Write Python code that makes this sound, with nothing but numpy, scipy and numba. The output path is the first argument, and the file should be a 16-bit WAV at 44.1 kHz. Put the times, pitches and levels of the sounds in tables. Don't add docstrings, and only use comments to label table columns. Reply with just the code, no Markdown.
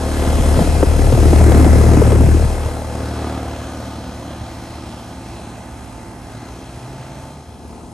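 import sys
import numpy as np
from scipy import signal
from scipy.fft import rfft, irfft, next_fast_len
from scipy.io import wavfile
from scipy.ndimage import uniform_filter1d
from numba import njit

SR = 44100
rng = np.random.default_rng(int(sys.argv[2]) if len(sys.argv) > 2 else 0)


def gain_from_decibels(decibels):
    exponent = np.asarray(decibels, float) / 20
    return 10 ** exponent


def generate_wav(signal):
    frames = np.transpose(np.atleast_2d(signal))
    scaled = np.clip(frames, -1, 1) * 32767
    pcm = np.round(scaled).astype(np.int16)
    wavfile.write(sys.argv[1], SR, pcm)


N = 349713
T = np.arange(N) / SR
SIZE = next_fast_len(N + SR // 4)
HZ = np.fft.rfftfreq(SIZE, 1 / SR) + 1e-3


def curve(table):
    s, *columns = np.transpose(table)
    return [np.interp(T, s, column) for column in columns]


def shape(table, hz):
    point_hz, value = np.transpose(table)
    return np.interp(np.log(hz), np.log(point_hz), value)


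def bell(hz, centre_hz, spread):
    return np.exp(-(np.log(hz / centre_hz) / spread) ** 2)


def walk(rate):
    k = int(SR / rate)
    steps = np.repeat(rng.standard_normal(N // k + 1), k)
    return 1.79 * uniform_filter1d(uniform_filter1d(steps, k), k)[:N]


def band(hz, width):
    inside = np.abs(HZ - hz) < 3 * width
    draws = rng.standard_normal((2, inside.sum(), 2)) @ [1, 1j]
    bins = np.zeros((2, len(HZ)), complex)
    bins[:, inside] = np.exp(-((HZ[inside] - hz) / width) ** 2) * draws
    x = irfft(bins, SIZE)[:, :N]
    return x / np.sqrt(np.mean(x ** 2))


def colour(x, gain):
    return irfft(rfft(x, SIZE) * gain, SIZE)[..., :N]


def lowpass(x, hz, order):
    return colour(x, 1 / (1 + (HZ / hz) ** order))


def shares(x, unlike):
    return np.array([x, unlike * x])


@njit
def limiter(x, top, attack, release):
    gain, e = np.empty(len(x)), 0.
    for i in range(len(x)):
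        e += (x[i] - e) * (attack if x[i] > e else release)
        gain[i] = min(1., top / (e + 1e-9))
    return gain


# start_s, distance_m,
# jet_depth (0-1), view (1 down the grille, 0 at the side, under 0 turned away)
PHONE_PLACE = [(0, 0.67, 0.016, 0.41), (.3, 0.59, 0.38, 0.8), (.6, 0.52, 0.5, 0.99),
               (.95, 0.63, 0.44, 0.94), (1.2, 0.54, 0.81, 1), (1.6, 0.39, 0.87, 0.69),
               (2.0, 0.5, 0.81, 0.67), (2.25, 0.7, 0.82, 0.78), (2.43, 0.83, 0.39, 1),
               (2.6, 0.94, 0.19, 0.49), (2.85, 1.16, 0.15, 0.27), (3.3, 0.99, 0.12, -0.29),
               (4.0, 1.75, 0.2, -0.13), (4.7, 2.18, 0.076, -0.0015), (5.9, 2.75, 0.072, 0.16),
               (7.25, 2.83, 0.05, 0.048), (7.5, 5.3, 0, 0.16), (7.75, 3.4, 0.0067, -0.076)]


def heard(db, power, jet_db, view_db):
    metres, jet, view = curve(PHONE_PLACE)
    return db - 20 * power * np.log10(metres) + jet_db * jet + view_db * view


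# start_s, shift_turns
PATH_SHIFT = [(0, -.465), (1, -.434), (1.35, -.35), (2.2, -.31), (2.5, -.33), (3, -.33), (3.9, -.295),
              (5, -.37), (7, -.35), (7.93, -.35)]
BLADE_HZ = 37.685


def blade_passes():
    return BLADE_HZ * T + curve(PATH_SHIFT)[0]


# start_s, second_db, first_db, third_db
BLADE_THUMP = [(0.0, -24.5, -34, -30), (0.46, -15.5, -21, -32), (0.88, -16, -21, -27.5),
               (1.1, -14, -14, -21), (1.48, -8, -20, -16.5), (2.25, -12, -20, -15.5),
               (2.41, -13.5, -19, -22), (2.54, -22.5, -23, -33), (2.89, -31.5, -45, -33),
               (3.07, -27.5, -45, -30.5), (3.69, -34.5, -64, -36.5), (4.53, -41.5, -50, -39.5),
               (6.49, -50, -71, -42.5), (7.11, -47, -62, -39.5), (7.6, -41.5, -64, -52),
               (7.66, -40, -82, -49), (7.84, -44, -51, -49), (7.93, -49, -57, -42)]
# multiple, level_db
BLADE_EDGE = [(5, -1), (6, -9.5), (7, 2), (8, -4), (9, -2.5), (10, -9.5), (12, -11.5), (13, -18),
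              (14, -7.5), (18, -6.5)]
# level_db at 1 m, distance_power, jet_gain_db, view_gain_db
BLADE_PLACE = (-35.5, 1.12, -0.3, -1.3)


def blades(turns):
    second, first, third = curve(BLADE_THUMP)
    edge, jet = heard(*BLADE_PLACE), curve(PHONE_PLACE)[1]
    late_dip_db = np.interp(T, [6.2, 6.6, 7.3, 7.6], [0, 5, 3, 0])
    orders = [(1, first + 3.5), (2, second + 3.5), (3, third + 3 - late_dip_db), (4, third - 14 + 6 * jet)]
    orders += [(k, edge + db) for k, db in BLADE_EDGE]
    lead = {1: 1.3 * ((jet - .55) / .3).clip(0, 1), 3: 1 - 2 * (2.2 * jet).clip(0, 1)}
    out = 0
    for k, db in orders:
        level = gain_from_decibels(db + np.clip(0.22 * k - .25, .15, 1.2) * walk(9))
        phase = 2 * np.pi * k * turns + lead.get(k, 1.9) + 0.063 * k * walk(12)
        out = out + np.sqrt(2) * level * np.cos(phase)
    return out


# start_s, left_minus_right_db, treble_shade_db, shade_hz
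PHONE_AIM = [(0, 0.5, 0.5, 3600), (.5, 1.8, 3.5, 3730), (1.05, 2.5, 4.5, 3670), (1.4, 2.5, 7.5, 3300),
             (2.3, 2.5, 7, 3300), (2.6, 1, 2, 3650), (3.3, 0.06, -3.5, 3500), (4, 0, -3.5, 3450),
             (5.4, -0.5, -2, 3670), (5.75, -1.4, 1, 3500), (6.15, -2, 2, 3500), (6.45, 0.1, -1.5, 3920),
             (7.2, -0.6, -1, 2400), (7.5, 0.5, 1, 1620), (7.93, 1.3, 9, 1620)]


def late_shade():
    return curve(PHONE_AIM)[1] * (T > 3)


def swing(db):
    return np.interp(T, [4.6, 5.6], [0, db])


# pitch_hz, density_db (per Hz)
AIR_OUTLINE = [(18, -38), (30, 7.5), (103, -3.5), (158, -10), (261, -10.5), (420, -10.5), (877, -16.5),
               (1060, -20.5), (1450, -24), (1590, -26), (3020, -34), (4020, -35.5), (8800, -38.5),
               (11400, -65), (19400, -120)]
# pitch_hz, lift_db (over the colour at 8.8 kHz)
PORT_LIFT = [(9500, 7), (10200, 5), (11000, 3), (11600, -3), (12200, -10), (12800, -13), (13100, -21),
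             (14500, -42)]
# pitch_hz, distance_power, jet_gain_db, view_gain_db
AIR_PLACE = [(45.3, 0.59, 7, 16), (110, 0.36, 19.5, 10), (243, 0.48, 25.5, -4), (520, 1.14, 2, 1),
             (820, 1, 1, -0.2), (1410, 1.01, 1, -2), (2400, 0.83, 3.5, 1.1), (3300, 0.79, 2, 6)]


def air(turns, shaft):
    out, common, metres = 0, walk(14), curve(PHONE_PLACE)[0]
    law_hz, *laws = np.transpose(AIR_PLACE)
    chop = np.cos(2 * np.pi * turns) + 0.96 * np.cos(4 * np.pi * turns)
    chop = chop * np.interp(metres, [1.15, 2.6], [.66, .21])
    shake = .07 * np.cos(2 * np.pi * shaft)
    dip_hz = 300 + 59 * metres
    dip_db = 14.5 * bell(metres, 1.77, 0.53)
    pan_db, shade_db, shade_hz = curve(PHONE_AIM)
    near = np.clip(pan_db, 0, None)
    shelf_db = .3 * (np.clip(shade_db, 0, None) * (T < 7.2) + 5 * (T > 4.5))
    top_loss_db = 0.3 * (metres - 2) + 0.43 * late_shade()
    for hz in 32 * 2 ** np.arange(0, 8.9, 1 / 3):
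        db = heard(0, *(np.interp(np.log(hz), np.log(law_hz), law) for law in laws))
        db = db - db[3 * SR:7 * SR].mean()
        db = db - dip_db * bell(hz, dip_hz, 0.18)
        db = db - 6.5 * (hz < 130) - 3 * (hz < 60) - 0.3 * near * (hz < 240)
        db = db - shade_db * bell(hz, shade_hz, np.where(hz < shade_hz, .34, .62))
        db = db + swing(1.2) * bell(hz, 850, 0.22)
        db = db - top_loss_db * (hz > 10500)
        db = db + shelf_db * bell(hz, 2250, .2)
        depth = np.interp(np.log(hz), np.log([100, 400, 3000]), [.2, .55, .12])
        level = gain_from_decibels(db + .27 * common + .7 * walk(8)) * np.sqrt(hz)
        out = out + level * (1 + depth * chop + shake * (hz > 500)) * band(hz, .14 * hz)
    top_db = AIR_OUTLINE[-3][1]
    outline = list(AIR_OUTLINE[:-2]) + [(hz, db + top_db) for hz, db in PORT_LIFT]
    return gain_from_decibels(-56) * colour(out, gain_from_decibels(shape(outline, HZ)) / (1 + (48 / HZ) ** 6))


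# level_db at 1 m, distance_power, jet_gain_db, view_gain_db
WAKE_PLACE = (-37, 0.5, 6.5, 7.5)


def wakes():
    chance = rng.random((150, 3)) - .5
    passes = np.arange(len(chance)) + .8 + 0.126 * chance[:, 0]
    when = np.interp(passes, blade_passes(), T)
    db = np.interp(when, T, heard(*WAKE_PLACE)) + 4 * chance[:, 1]
    db = db - 3 * np.clip(when - 2, 0, None) ** 2
    return list(zip(when, db, 430 * 2 ** (0.81 * chance[:, 2])))


# start_s, peak_db, pitch_hz
PORT_GUSTS = [(.38, -9.5, 430), (.39, -12, 242), (.398, -8, 139), (.574, -4, 143), (.589, -6.5, 520),
              (.6, -7.5, 300), (.61, -2.5, 195), (.62, -10, 472), (.826, -3.5, 576), (.829, -2.5, 335),
              (.99, -10.5, 326), (1.122, -7.5, 508), (1.135, -2, 134), (1.329, -1.5, 338),
              (1.358, -8.5, 557), (1.372, -12, 416), (1.409, -7, 617), (1.461, -5, 343),
              (1.481, -5.5, 400), (1.519, -9, 727), (1.592, -5.5, 365), (1.645, -10, 675),
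              (1.806, -11, 258), (1.841, -16, 286), (1.934, -10, 400), (1.971, -4.5, 286),
              (2.017, -2, 477), (2.066, -16, 593), (2.118, -5, 550), (2.2, -9, 330), (2.345, -10, 290),
              (2.44, -11, 114)]
# start_s, peak_db, pitch_hz
FURTHER_GUSTS = [(.642, -15, 440), (1.039, -20, 358), (1.09, -14.5, 312), (1.178, -11.5, 400),
                 (1.189, -13, 378), (1.223, -7, 398), (1.252, -9, 280), (1.521, -9, 234), (1.548, -5, 260),
                 (1.565, -9, 490), (1.628, -4.5, 278), (1.663, -4, 322), (1.729, -17, 238), (1.753, -18, 296),
                 (1.912, -6.5, 288), (1.985, -5.5, 340), (2.149, -10, 345), (2.215, -8.5, 400),
                 (2.232, -9, 344), (2.262, -8.5, 170), (2.285, -27, 315), (2.366, -16.5, 340),
                 (2.396, -20, 475), (2.443, -18, 346)]
# start_s, peak_db, pitch_hz
LOW_BUMPS = [
    (.392, -9, 61),
    (2.44, -9, 74.5),
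    (2.655, -14, 72),
    (4.41, -23, 88.5),
    (6.487, -29, 900),
]


def gusts():
    t = np.arange(SR // 8) / SR
    out, edges = np.zeros((2, N)), np.zeros((2, N))
    loose = list(PORT_GUSTS) + list(FURTHER_GUSTS) + list(LOW_BUMPS)
    rows = loose + wakes()
    noises = rng.standard_normal((len(rows), 2, len(t)))
    for number, ((s, db, hz), noise) in enumerate(zip(rows, noises)):
        roughness = .39 if number < len(loose) else 1.2
        t60 = 0.02 + 3.5 / hz
        sos = signal.butter(2, [0.14 * hz, 1.63 * hz], "band", fs=SR, output="sos")
        rough = signal.sosfilt(sos, noise)
        flutter = np.sin(2 * np.pi * hz * t * (1.12 - 0.39 * t / t60).clip(.7))
        body = shares(flutter, .3) + roughness * rough / rough.std()
        fade = t / (t60 / 8)
        i = int(s * SR)
        out[:, i:i + len(t)] += gain_from_decibels(db) * body * fade * np.exp(1 - fade)
        edges[:, i:i + len(t)] += gain_from_decibels(db - 12.5) * noise[::-1] * np.exp(-t / 0.0036)
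    return lowpass(out, 1100, 4) + lowpass(edges, 2600, 4)


# start_s, peak_db
SHARP_TICKS = [(.808, -22), (.99, -17), (1.124, -16), (1.36, -18), (1.385, -19), (1.521, -12), (1.645, -14),
               (1.935, -13), (1.947, -18), (2.066, -14), (2.12, -14), (6.488, -27)]


def ticks():
    out, t = np.zeros((2, N)), np.arange(SR // 20) / SR
    for s, db in SHARP_TICKS:
        i = int(s * SR)
        out[:, i:i + len(t)] += gain_from_decibels(db) * rng.standard_normal((2, len(t))) * np.exp(-t / .003)
    return colour(out, 1 / (1 + (HZ / 3500) ** 2) / (1 + (400 / HZ) ** 2))


# multiple (of the turn rate), level_db
TURN_ORDERS = [(1, 6.5), (2, -2), (4, 7.5), (9, -28), (11, -12), (12, 3), (13, 0), (14, -9.5), (15, 0.5),
               (17, -13), (20, -8), (21, -7), (25, -7.5)]
# multiple (of the turn rate), level_db
VALVE_WHINE = [(54, -26), (55, -27), (68, -24), (69, -27), (70, -22), (71, -27), (93, -25), (97, -27),
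               (98, -28), (104, -24), (105, -25), (109, -26), (119, -24)]
# pitch_hz, width_hz, level_db
SHELL_RINGS = [
    (4120, 90, -26),
    (6150, 300, -13),
    (3200, 250, -29),
]
# level_db at 1 m, distance_power, jet_gain_db, view_gain_db
HUM_PLACE = (-47, 0.64, 4, -3)
WHINE_PLACE = (-40.5, 0.28, -2, 7.5)


def compressor(turns):
    tones = whine = shell = 0
    shade = late_shade()
    for k, db in TURN_ORDERS:
        db = db + 1.8 * walk(6.4) + 3.4 * swing(1.2) * (14 <= k <= 15) - 0.59 * shade * (k > 16)
        tones = tones + gain_from_decibels(db) * np.cos(2 * np.pi * (k * turns + 0.34 * rng.random()))
    for k, db in VALVE_WHINE:
        db = db - 1.2 * shade + 2.2 * walk(12) + 1.5 * walk(4) - 1
        whine = whine + gain_from_decibels(db) * np.cos(2 * np.pi * k * turns + .45 * walk(25))
    knock = np.exp(-(turns % 1) / 0.24)
    for hz, width, db in SHELL_RINGS:
        level = gain_from_decibels(db + 1.4 * walk(2.04) - .5 * curve(PHONE_AIM)[1])
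        shell = shell + level * knock * band(hz, width)
    body = gain_from_decibels(heard(*HUM_PLACE) + 3.5) * (shares(tones, .3) + gain_from_decibels(4.5) * shell)
    return body + gain_from_decibels(heard(*WHINE_PLACE)) * shares(whine, .3)


# start_s, pitch_hz, level_db
ENGINE_REV = [
    (6.2, 118.6, -33),
    (6.5, 118.8, -39),
    (6.8, 125.4, -36),
    (7.1, 135, -36.5),
    (7.4, 143, -38),
    (7.5, 146, -45),
]


def engine():
    hz, db = curve(ENGINE_REV)
    on = np.interp(T, [6.2, 6.5, 7.38, 7.46], [0, 1, 1, 0])
    phase = 2 * np.pi * np.cumsum(hz) / SR + .22 * walk(26)
    return np.sqrt(2) * on * gain_from_decibels(db + 1.2 * walk(17)) * np.sin(phase)


def lean(db):
    return np.tanh(db * np.log(10) / 40)


# pitch_hz, side_minus_mid_db
PORT_UNLIKE = [(30, -22), (70, -15.5), (300, -25), (600, -15.5), (1200, -16.5), (2100, -10), (3800, -8.5),
               (5400, -5), (6300, -21), (7200, -0.5), (8250, -22)]
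# pitch_hz, half_angle_degrees
PORT_SLIP = [(8850, 0), (9200, 45), (10250, 90), (10700, 114), (11600, 158), (11800, 180)]
# pitch_hz, lead_radians (under 0
LEFT_LEAD = [(60, .42), (500, .35), (850, .1), (1600, -1.2), (2200, -.6), (2800, 1.2), (4500, .75),
             (7500, .75)]
# start_s, left_minus_right_db
TREBLE_PAN = [(0, 0.5), (.75, 1.2), (1.2, 2), (2.3, 1.6), (3.2, .7), (4.2, -.1), (5.2, -0.3), (5.8, 1.7),
              (6.2, 2.5), (6.8, 0), (7.3, 1), (7.93, 1.5)]


def ports(direct, other, pan_db):
    slip = np.radians(np.interp(HZ, *np.transpose(PORT_SLIP)))
    null = np.abs(np.cos(slip))
    mid = colour(direct, np.cos(slip) * (null > .14) * (HZ < 13100))
    null_loss = (1.5 * walk(30) + .5).clip(0, 1)
    edge_loss = (1.2 * walk(35) + .2 + .12 * late_shade()).clip(0, 1)
    mid -= colour(mid, null < .27) * null_loss + colour(mid, HZ > 12650) * edge_loss
    side = colour(direct, .9j * np.sin(slip)) + colour(other, 0.15 * np.sin(slip))
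    unlike = gain_from_decibels(shape(PORT_UNLIKE, HZ))
    side += colour(other, unlike * (HZ > 1800))
    side += gain_from_decibels(3.1 * np.abs(pan_db)) * colour(other, unlike * (HZ <= 1800))
    low_lean = 1.23 + .5 * (HZ > 400) - bell(HZ, 200, np.sqrt(0.45))
    side += colour(direct, (HZ < 2800) * low_lean) * lean(pan_db)
    side += colour(direct, (HZ >= 2800) * (HZ < 8200)) * 1.7 * lean(curve(TREBLE_PAN)[0])
    side += colour(direct, HZ < 300) * lean(-0.9)
    lead = 1j * np.tan(shape(LEFT_LEAD, HZ) / 2) * (HZ < 8200)
    side += colour(direct, lead * (HZ < 2400)) * np.clip(pan_db / 1.1, .05, .85)
    side += 0.79 * colour(direct, lead * (HZ >= 2400))
    top = gain_from_decibels(np.interp(HZ, [12400, 13300, 14200], [-8, 7, 12])) * (HZ > 12400) * (HZ < 14200)
    patches = (1.4 * walk(25.3) + 0.65 - 0.13 * curve(PHONE_AIM)[1]).clip(0, 1)
    side += colour(other, top) * patches
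    return np.array([mid + side, mid - side])


def scene():
    turns = blade_passes()
    shaft = 58.86 * T + .003 * walk(6)
    eddies = gusts()
    steady = air(turns, shaft) + shares(blades(turns), .5)
    duck = limiter(np.abs(eddies[0]), 0.3, 0.0084, 0.0006)
    steady += (duck - 1) * lowpass(steady, 700, 4)
    direct, other = steady + eddies + ticks() + compressor(shaft) + shares(engine(), .5)
    return ports(direct, other, curve(PHONE_AIM)[0])


def band_limit(x):
    return signal.sosfilt(signal.butter(12, 14300, fs=SR, output="sos"), x)


def record(dry):
    bass = lowpass(dry, 1500, 4)
    gain = limiter(np.abs(bass).max(axis=0), 0.86, 0.0048, 0.0054)
    rounded = lowpass(np.tanh(0.84 * bass * gain) / 1.07, 2500, 6)
    out = dry - bass + rounded
    out = out / (1 + (np.abs(out) / .97) ** 8) ** (1 / 8)
    return band_limit(out)


dry = scene()
out = record(dry)
generate_wav(out)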